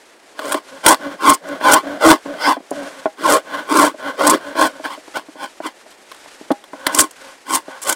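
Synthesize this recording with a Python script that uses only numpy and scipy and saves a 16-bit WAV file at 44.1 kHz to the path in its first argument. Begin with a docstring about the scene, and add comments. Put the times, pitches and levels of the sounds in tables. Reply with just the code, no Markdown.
"""A drawknife peels curls off a stick clamped in a wooden shaving bench, close by and outdoors.
On each pull the edge sticks and slips through the fibres: the wood rings and groans, the shaving
crackles and splits, and the steel sings thinly. Between pulls the blade rubs back over the wood.
The stick knocks in its clamp, sleeves rustle, and a faint wash of open air lies behind it all.
The loudest peaks overload and are flattened."""
import sys
import numpy as np
from scipy import signal
from scipy.fft import rfft, irfft, next_fast_len
from scipy.io import wavfile

SR = 44100
rng = np.random.default_rng(int(sys.argv[2]) if len(sys.argv) > 2 else 0)


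def wav_out(sig):
    """Save sig, one row per channel (or a flat mono array), as 16-bit PCM at SR to the path in sys.argv[1]."""
    wavfile.write(sys.argv[1], SR, np.round(np.clip(np.atleast_2d(sig).T, -1, 1) * 32767).astype(np.int16))


N = 350595
TIME = np.arange(N) / SR
SIZE = next_fast_len(N + SR // 4, True)  # spare room for ringing tails
FREQS = np.fft.rfftfreq(SIZE, 1 / SR)

# One value each for scrape, load and tearing; stroke_gains explains them.
PULL_SHAPE = dict(arch_db=(4, 1.5, 10), growth=(2.2, 2.35, 2.7), stop_db_per_s=(608, 527, 641))
# Pulls of the knife. Each row: when the edge bites, run-up and length of the cut, all in seconds,
# then relative levels in dB of the scrape, the load on the bench and the tearing fibres.
PULLS = [ (0.44, 0.12, 0.14, -24, -25, -33.5), (0.863, 0.043, 0.065, -5, -10, -12),
         (1.266, 0.095, 0.059, -7, -12, -19.5), (1.657, 0.07, 0.12, -8, -13, -29),
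         (2.05, 0.071, 0.084, -5, -7.5, -17.5), (2.44, 0.1, 0.084, -11.5, -22.5, -30),
         (3.268, 0.12, .1, -10.5, -12.5, -20), (3.735, 0.087, 0.14, -10.5, -11, -18.5),
         (4.212, 0.06, .14, -11.5, -12, -27.5), (4.59, 0.061, 0.074, -10.5, -12.5, -25),
         (4.847, 0.021, 0.019, -18.5, -25, -53), (4.90, .04, 0.05, -28, -41.5, -45),
         (5.159, 0.03, 0.0202, -16.5, -22, -40), (5.42, 0.09, 0.038, -25, -32, -40.5),
         (5.657, 0.062, 0.017, -21.5, -30, -35), (6.942, .05, .1, -20, -22, -20),
         (7.51, 0.073, 0.063, -17.5, -24, -17.5), (7.87, 0.052, 0.052, -17, -25.5, -17), ]

def pulls(bench, stick, fibres, grit_db=-3, fizz_db=-3, tuft_db=-2, deep_cut_db=-25):
    """The edge chatters through the grain; each slip shakes the wood and snaps fibres."""
    scrape, load, tearing = stroke_gains(PULLS, **PULL_SHAPE)
    chatter = slips(rate_hz=330, jitter=.45, spread_db=3)
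    force = moving_contact(unit(chatter - chatter.mean()) + undb(grit_db) * rng.standard_normal(N))
    # now and then a whole tuft snaps
    tufts = undb(tuft_db) * unit(tail(slips(rate_hz=70, jitter=0.81, spread_db=6), decay_s=.0012))
    snaps = (unit(tail(chatter, decay_s=.0012)) + tufts + undb(fizz_db)) * rng.standard_normal(N)
    # a shallow cut rasps brightly; a deep one leans on the stick's strong mode and on the bench
    depth = load / (load + undb(deep_cut_db))
    shallow_tone = colour([(800, 1.5), (1080, -1.5), (1500, 4), (2500, 7.5), (4700, -1), (9000, 1.5)])
    deep_tone = colour([(800, 1.5), (1050, 1.5), (1500, 1), (2500, -6.5), (5000, 1)])
    bench_tone = colour([(170, -6.5), (310, -0.5), (450, 5), (700, -0.5)])
    shallow = unit(through(force, stick * shallow_tone))
    deep = unit(through(force, stick * deep_tone))
    heave = unit(through(force, bench * bench_tone))
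    rasp = scrape * (depth * deep + (1 - depth) * shallow)
    crackle = tearing * unit(through(snaps, fibres))
    return undb(-0.5) * (rasp + crackle) + undb(-3) * load * heave

def moving_contact(force, reflection=0.68, round_trip_s=0.001235, travel=0.22):
    """Waves bounce back from the end of the stick; their delay wanders as the blade moves."""
    delay_s = round_trip_s * (1 + travel * walk(14))
    return force + reflection * np.interp(TIME - delay_s, TIME, force)

def stroke_gains(strokes, arch_db, growth, stop_db_per_s):
    """One loudness curve per dB column: a stroke runs up, is fastest midway and stops quickly."""
    out = np.zeros((len(arch_db), N))
    for start_s, run_up_s, length_s, *levels_db in strokes:
        near = (TIME > start_s - run_up_s) & (TIME < start_s + length_s + 60 / min(stop_db_per_s))
        t = TIME[near] - start_s
        run_up = np.clip(1 + t / run_up_s, 0, 1)
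        slowness = 1 - np.sin(np.pi * np.clip(t / length_s, 0, 1))  # 1 at the ends, 0 midway
        stopped_s = np.maximum(t - length_s, 0)
        for k, db in enumerate(levels_db):
            drop_db = arch_db[k] * slowness + stop_db_per_s[k] * stopped_s
            out[k, near] += run_up ** growth[k] * undb(db - drop_db)
    return out

# Modes, the pitches at which bench and stick ring. Each row: pitch in Hz, width in Hz before
# damping (wider dies sooner), relative level in dB.
WOOD_MODES = [(179, 34, 2.5), (271.5, 8.7, -25), (309, 53, 6.5), (398, 43, -4.5), (566, 190, 2.5),
              (630, 15.4, 3.5), (700, 32, -13.5), (814, 10, 1.5), (929, 83, 1), (991, 13, 5.5),
              (1060.6, 55.5, 12.5), (1110, 45, -27), (1220, 35, -4.5), (1384, 27.5, 4.5), (1473.5, 39, 6.5),
              (1540, 20, -33), (1853, 58, -11.5), (2023, 15.5, 0), (2263, 46, -11), (2840, 260, -10.5),
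              (3185, 290, -5.5), (3306, 120, -10.5), (4080, 140, -12.5)]

def wood_response(damping, bench_top_hz=730):
    """How the low bench modes and the higher stick modes ring; the grip sets their damping."""
    bench = stick = 0
    for hz, width, db in WOOD_MODES:
        if hz < bench_top_hz:
            bench = bench + undb(db) * mode(hz, width * damping)
        else:
            stick = stick + undb(db) * mode(hz, width * damping)
    # a narrow bench gives off little bass
    radiation = colour([(30, -21.5), (110, -14.5), (170, -9), (260, 6), (5000, -7.5), (12000, -12)])
    return bench * radiation, stick * radiation

def dense_modes(share, decay_s):
    """Countless weak overlapping modes: a direct click followed by a short noisy ring."""
    ring = rng.standard_normal(N) * np.exp(-TIME / decay_s)
    treble = signal.sosfilt(signal.butter(2, 2500, "high", fs=SR, output="sos"), ring)
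    return 1 + share * rfft(treble / np.sqrt(np.sum(treble ** 2)), SIZE)

# The tone of tearing fibres. Each row: frequency in Hz, relative level in dB.
FIBRE_TONE = [(800, -19), (2000, -15), (3300, -18), (3800, -9.5), (5500, -7), (7200, -4), (8100, -2.5),
              (8800, -6), (9600, -5.5), (10700, -4.5), (12500, -14), (16000, -15)]

def fibre_response(steel):
    """Fibres tear brightly, and the blade rings along with them."""
    return colour(FIBRE_TONE) * (1 + undb(1) * steel)

# Splinters break and chips land. Each row: start in seconds, relative level in dB,
# length in seconds, ring of the wood in dB compared with the crack.
SPLITS = [(0.39, -49, 0.009, 23.5), (0.520, -14.5, 0.0092, 3), (0.544, -27.5, 0.0035, 8),
          (0.863, 4, 0.0042, 3), (0.882, 1.5, 0.01, -14), (0.944, -22.5, 0.0019, 16.5),
          (1.295, -3.5, 0.0085, -7), (1.335, -18, 0.015, -26), (1.488, -24, 0.00073, -8),
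          (1.717, -5, .0105, -14), (1.734, -6, 0.01, -5), (2.105, -15, 0.012, 9.5),
          (2.707, -28.5, 0.0018, -31), (4.271, -8, .01, -20), (4.297, -9, 0.014, -25),
          (4.668, -20.5, 0.0046, -10), (5.906, -36, 0.0014, -14), (5.924, -42, .0025, 9),
          (6.116, -43, 0.0064, 15), (6.146, -41, 0.0035, 12), (6.515, -32.5, .006, 13.5),
          (6.64, -47.5, .0065, 11.5), (6.866, -17.5, 0.0083, 8), (6.947, -4, 0.0021, -20),
          (6.949, -11, .0014, -14), (6.988, -0.5, 0.01, -5), (7.001, -3, 0.014, -16),
          (7.109, -29, .0035, -12), (7.551, -10.5, 0.011, -8.5), (7.817, -22, 0.023, -10.5),
          (7.893, -6.5, .006, -7), (7.925, -10, 0.0032, -5.5)]

def splits(wood, fibres, crack_db=-3, ragged_db=5.5, release_s=.0013):
    """A crack runs along the grain: a short, bright burst that also jolts the wood."""
    crack, jolt = np.zeros(N), np.zeros(N)
    t = np.arange(SR // 10) / SR
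    for start_s, db, length_s, ring_db in SPLITS:
        start = int(start_s * SR)
        burst = (undb(db + crack_db) * np.exp(-np.maximum(t - length_s, 0) / release_s))[:N - start]
        crack[start:start + len(burst)] += burst
        jolt[start:start + len(burst)] += undb(ring_db) * burst
    grain = unit(rng.standard_normal(N) * undb(ragged_db * walk(1500)))
    sharp_wood = wood * colour([(200, -15.5), (1000, -3), (3500, 7), (9000, 7)])
    return through(crack * grain, unit(fibres)) + through(jolt * grain, unit(sharp_wood))

# The tone of steel rubbing on wood. Each row: frequency in Hz, relative level in dB.
RUB_TONE = [(100, -10.5), (180, 9), (310, -4.5), (580, 4.5), (1080, -6), (1420, 0), (1560, 4.5), (2100, -1),
            (5000, -3.5), (12000, -4)]
# The blade slides back. Each row: when it settles, run-up and length of the slide, all in seconds,
# then relative levels in dB of the rubbing and the load on the bench.
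RETURNS = [ (0.69, 0.029, 0.11, -38.5, -41), (1.015, 0.031, 0.12, -30, -26),
           (1.475, 0.068, 0.085, -28.5, -24), (1.845, 0.02, 0.12, -31.5, -23),
           (2.262, 0.018, .085, -33, -24.5), (2.73, 0.022, .14, -35.5, -27),
           (2.92, 0.065, 0.12, -38, -43.5), (3.525, 0.089, .08, -22, -26.5),
           (4.04, 0.067, 0.065, -22.5, -26), (4.44, 0.11, .09, -31.5, -30), (4.725, .04, 0.063, -38, -41),
           (6.76, 0.018, 0.18, -36.5, -44), (6.875, 0.017, .04, -24.5, -37),
           (7.21, 0.069, 0.11, -38.5, -47), (7.695, 0.08, 0.089, -34, -50.5), ]

def returns(bench, stick, patchy_db=1.5):
    """The flat of the blade rubs back over the fresh cuts, ringing the same wood more softly."""
    rubbing, load = stroke_gains(RETURNS, arch_db=(4, 0.5), growth=(1.23, 0.75),
                                 stop_db_per_s=(313, 172))
    judder = slips(rate_hz=810, jitter=0.49, spread_db=1)
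    force = through((judder - judder.mean()) * undb(patchy_db * walk(59)), colour(RUB_TONE))
    rub = undb(-1.5) * rubbing * unit(through(force, stick))
    return rub + undb(-6) * load * unit(through(force, bench))

# The edge catches and sings. Each row: middle in seconds, half length in seconds,
# pitch in Hz, level in dB.
SQUEAKS = [(1.312, 0.049, 1066, -14.5), (1.673, 0.05, 1018, -10), (2.087, 0.054, 318.6, -4.5),
           (2.452, 0.024, 2067, -20.5), (2.454, 0.065, 4960, -24.5), (2.467, 0.011, 1500, -15.5),
           (2.51, 0.061, 999, -18.5), (4.855, 0.0087, 1500, -14.5)]

def groans_and_squeaks(groan_hz=306.2, hz_per_load_db=0.83, pull_db=-9.5, return_db=-4.5):
    """Nearly regular sticking and slipping makes a low groan on every stroke and a few squeaks."""
    out = np.zeros(N)
    drift = 1 + 0.02167 * walk(120)
    shimmer = undb(2 * walk(140))
    # the same small unevenness in time roughens a high squeak more than a low groan
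    clock = np.cumsum(drift) / SR + .000055 * walk(900)
    groans = []
    for strokes, groan_db in ((PULLS, pull_db), (RETURNS, return_db)):
        for start_s, _, length_s, _, load_db, *_ in strokes:
            hz = groan_hz + hz_per_load_db * load_db
            groans.append((start_s + length_s / 2, 0.77 * length_s, hz, load_db + groan_db))
    for middle_s, half_s, hz, db in groans + list(SQUEAKS):
        near = np.abs(TIME - middle_s) < half_s
        phase = 2 * np.pi * hz * (clock[near] - middle_s)
        swell = np.cos(np.pi / 2 * (TIME[near] - middle_s) / half_s) ** 2
        # a light touch on a low note keeps more of the octave above
        octave = undb(-0.45 * (db + 31.5)) / (1 + (hz / 700) ** 4)
        out[near] += undb(db) * swell * (np.sin(phase) + octave * np.sin(2 * phase))
    return np.sqrt(2) * shimmer * out

# The stick knocks in its clamp. Each row: start in seconds, peak level in dB,
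# treble cutoff in Hz (higher for a harder contact).
KNOCKS = [(0.392, -17.5, 2400), (0.546, -7, 560), (1.612, -12, 2000), (1.655, -13, 1800),
          (2.258, -19.5, 650), (2.478, -7.5, 610), (2.568, -16, 650), (2.604, -28, 480), (2.714, -10, 560),
          (2.819, -22.5, 700), (3.057, -1, 1020), (3.69, -19, 1600), (3.839, -2, 1400), (3.942, -23, 700),
          (4.209, -11, 1400), (4.554, -14, 1400), (4.797, -22, 600), (4.976, -27.5, 500),
          (5.079, -28.5, 450), (5.285, -27.5, 560), (5.356, -28.5, 450), (5.603, -16, 1000),
          (5.656, -17, 1500), (5.861, -33, 1200), (6.260, -27, 2200), (6.411, -24.5, 276),
          (6.505, -3.5, 894), (6.509, -4, 475), (6.524, -21, 596), (6.733, -20.5, 700), (7.682, -20, 550)]

def knocks(wood, rattle=0.2, rattle_s=0.0072, tick=.006, samples=8192):
    """A blunt push, a small tick and a brief rattle; softer contacts leave the high modes quiet."""
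    out = np.zeros(N + samples)
    t = np.arange(samples) / SR
    # the place of the blow, at the clamp, decides which modes ring most
    at_clamp = colour([(160, -5), (260, -2), (400, 0.5), (500, 0.5), (620, 8), (830, 8),
                       (1100, -4.5), (1800, 7)])
    ring = irfft(wood * at_clamp, SIZE)[:samples]
    for start_s, db, cutoff_hz in KNOCKS:
        contact = (t == 0) + rattle * rng.standard_normal(samples) * np.exp(-t / rattle_s)
        push = signal.sosfilt(signal.butter(2, cutoff_hz, fs=SR, output="sos"), contact)
        blow = signal.fftconvolve(push + tick * contact, ring)[:samples]
        start = int(start_s * SR)
        out[start:start + samples] += undb(db) * blow / np.abs(blow).max()
    return out[:N]

# High modes of the blade. Each row: pitch in Hz, width in Hz, relative level in dB.
BLADE_MODES = [(3120, 130, -4), (3370, 140, -4), (4508, 60, 0), (5055, 60, 1), (7702, 60, -3),
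               (8420, 90, 0), (8650, 90, -1), (8920, 90, 0), (9200, 90, 0), (10316, 110, -4)]

def steel_response():
    """The steel blade rings at several high pitches at once."""
    return sum(undb(db) * mode(hz, width) for hz, width, db in BLADE_MODES)

def blade_ring(steel, ring_db=-26, growth=0.71):
    """The steel sings as the edge scrapes; this grows slowly with force, so light cuts show it most."""
    scrape = stroke_gains(PULLS, **PULL_SHAPE)[0]
    tone = colour([(3200, 1), (4500, 7.5), (5000, 6), (7700, -1), (9300, -8)])
    sing = unit(through(rng.standard_normal(N), steel * tone))
    return undb(ring_db) * scrape ** growth * sing

# The tone of jacket cloth. Each row: frequency in Hz, relative level in dB.
CLOTH_TONE = [(200, -12), (600, -5), (1500, 2.5), (3000, -2), (6000, -5.5), (8500, -6.5), (10500, -11.5),
              (13000, -20), (16000, -40)]
# Longer reaches of the arms. 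Each row: middle in seconds, half length in seconds, level in dB.
REACHES = [(0.03, 0.067, -52.5), (2.88, 0.16, -42.5), (5.02, 0.18, -47.5), (5.95, 0.72, -52.5),
           (6.33, 0.26, -48), (7.25, 0.16, -49.5)]

def sleeves(rest_db=-52, swing_db=-47.5, swing_half_s=0.094, flutter_db=2, crinkle=0.081):
    """Cloth brushes and crinkles, louder as the arms swing forward on each return or reach further."""
    swings = [(start_s + length_s / 2, swing_half_s, swing_db) for start_s, _, length_s, *_ in RETURNS]
    power = undb(rest_db) ** 2
    for middle_s, half_s, db in swings + list(REACHES):
        power = power + undb(db) ** 2 * np.exp(-((TIME - middle_s) / half_s) ** 4)
    creases = unit(tail(slips(rate_hz=24, jitter=0.96, spread_db=4.5), decay_s=0.0022))
    brush = unit(through((2 + crinkle * creases) * rng.standard_normal(N), colour(CLOTH_TONE)))
    return brush * np.sqrt(power) * undb(flutter_db * walk(60))

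# The tone of the open air. Each row: frequency in Hz, relative level in dB.
AIR_TONE = [(25, -32), (90, -39), (170, -8.5), (300, 4), (420, 5), (600, 5), (850, 2.5), (1300, -6),
            (1900, -2.5), (3000, -11), (7500, -23), (16000, -32)]

def open_air(level_db=-49.5):
    """The faint, gently swaying wash of the outdoors."""
    sway_db = 0.7 * walk(2)
    return unit(through(rng.standard_normal(N), colour(AIR_TONE))) * undb(level_db + sway_db)

def undb(db):
    """Turn decibels into a factor to multiply by."""
    return 10 ** (np.asarray(db) / 20)

def unit(x):
    """Scale a signal or a response to an average power of one."""
    return x / np.sqrt(np.mean(np.abs(x) ** 2))

def colour(points):
    """A tone filter drawn through (Hz, dB) points."""
    hz, db = np.transpose(points)
    cepstrum = irfft(np.log(undb(np.interp(np.log(FREQS + 1), np.log(hz), db))), SIZE)
    # fold it so that the filter never rings before the sound arrives
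    cepstrum[1:SIZE // 2] *= 2
    cepstrum[SIZE // 2 + 1:] = 0
    return np.exp(rfft(cepstrum))

def mode(hz, width):
    """A filter that rings at one pitch, with a gain of one there."""
    return 1j * FREQS * width / (hz ** 2 - FREQS ** 2 + 1j * FREQS * width)

def through(x, response):
    """Pass a signal through a filter."""
    return irfft(rfft(x, SIZE) * response, SIZE)[:N]

def walk(rate_hz):
    """A smooth random wander with a spread of one."""
    return unit(np.interp(TIME * rate_hz, np.arange(N), rng.standard_normal(N)))

def tail(x, decay_s):
    """Give every pulse a fading tail."""
    return signal.lfilter([1], [1, -np.exp(-1 / (decay_s * SR))], x)

def slips(rate_hz, jitter, spread_db):
    """Pulses of uneven spacing and size, from a surface that sticks and lets go."""
    chance = rng.standard_normal((N // 10, 2))
    at = (np.cumsum(np.exp(jitter * chance[:, 0])) * SR / rate_hz).astype(int)
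    size = undb(spread_db * np.clip(chance[:, 1], -2, 2))
    return np.bincount(at[at < N], size[at < N], N)

def scene():
    """Add the knife work, the sleeves and the air into one channel."""
    steel = steel_response()
    overtones = dense_modes(share=.42, decay_s=.004)
    bench, stick = wood_response(damping=1)
    # the blade rings along with the stick
    stick = (stick + undb(-16.5) * steel * colour([(5000, -9), (9000, -3.5)])) * overtones
    fibres = fibre_response(steel) * overtones
    # pressed hard in the clamp, the wood damps blows quickly
    struck = sum(wood_response(damping=1.48))
    strokes = pulls(bench, stick, fibres) + returns(bench, stick) + groans_and_squeaks()
    blows = knocks(struck) + splits(struck, fibres)
    return (strokes + blows + blade_ring(steel) + sleeves() + open_air())[None]

def record(dry):
    """Flatten the peaks at full scale and cut the treble above 15850 Hz."""
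    clipped = dry / (1 + dry ** 8) ** (1 / 8)
    return signal.sosfilt(signal.ellip(12, .2, 80, 15850, fs=SR, output="sos"), clipped)

dry = scene()
out = record(dry)
wav_out(out)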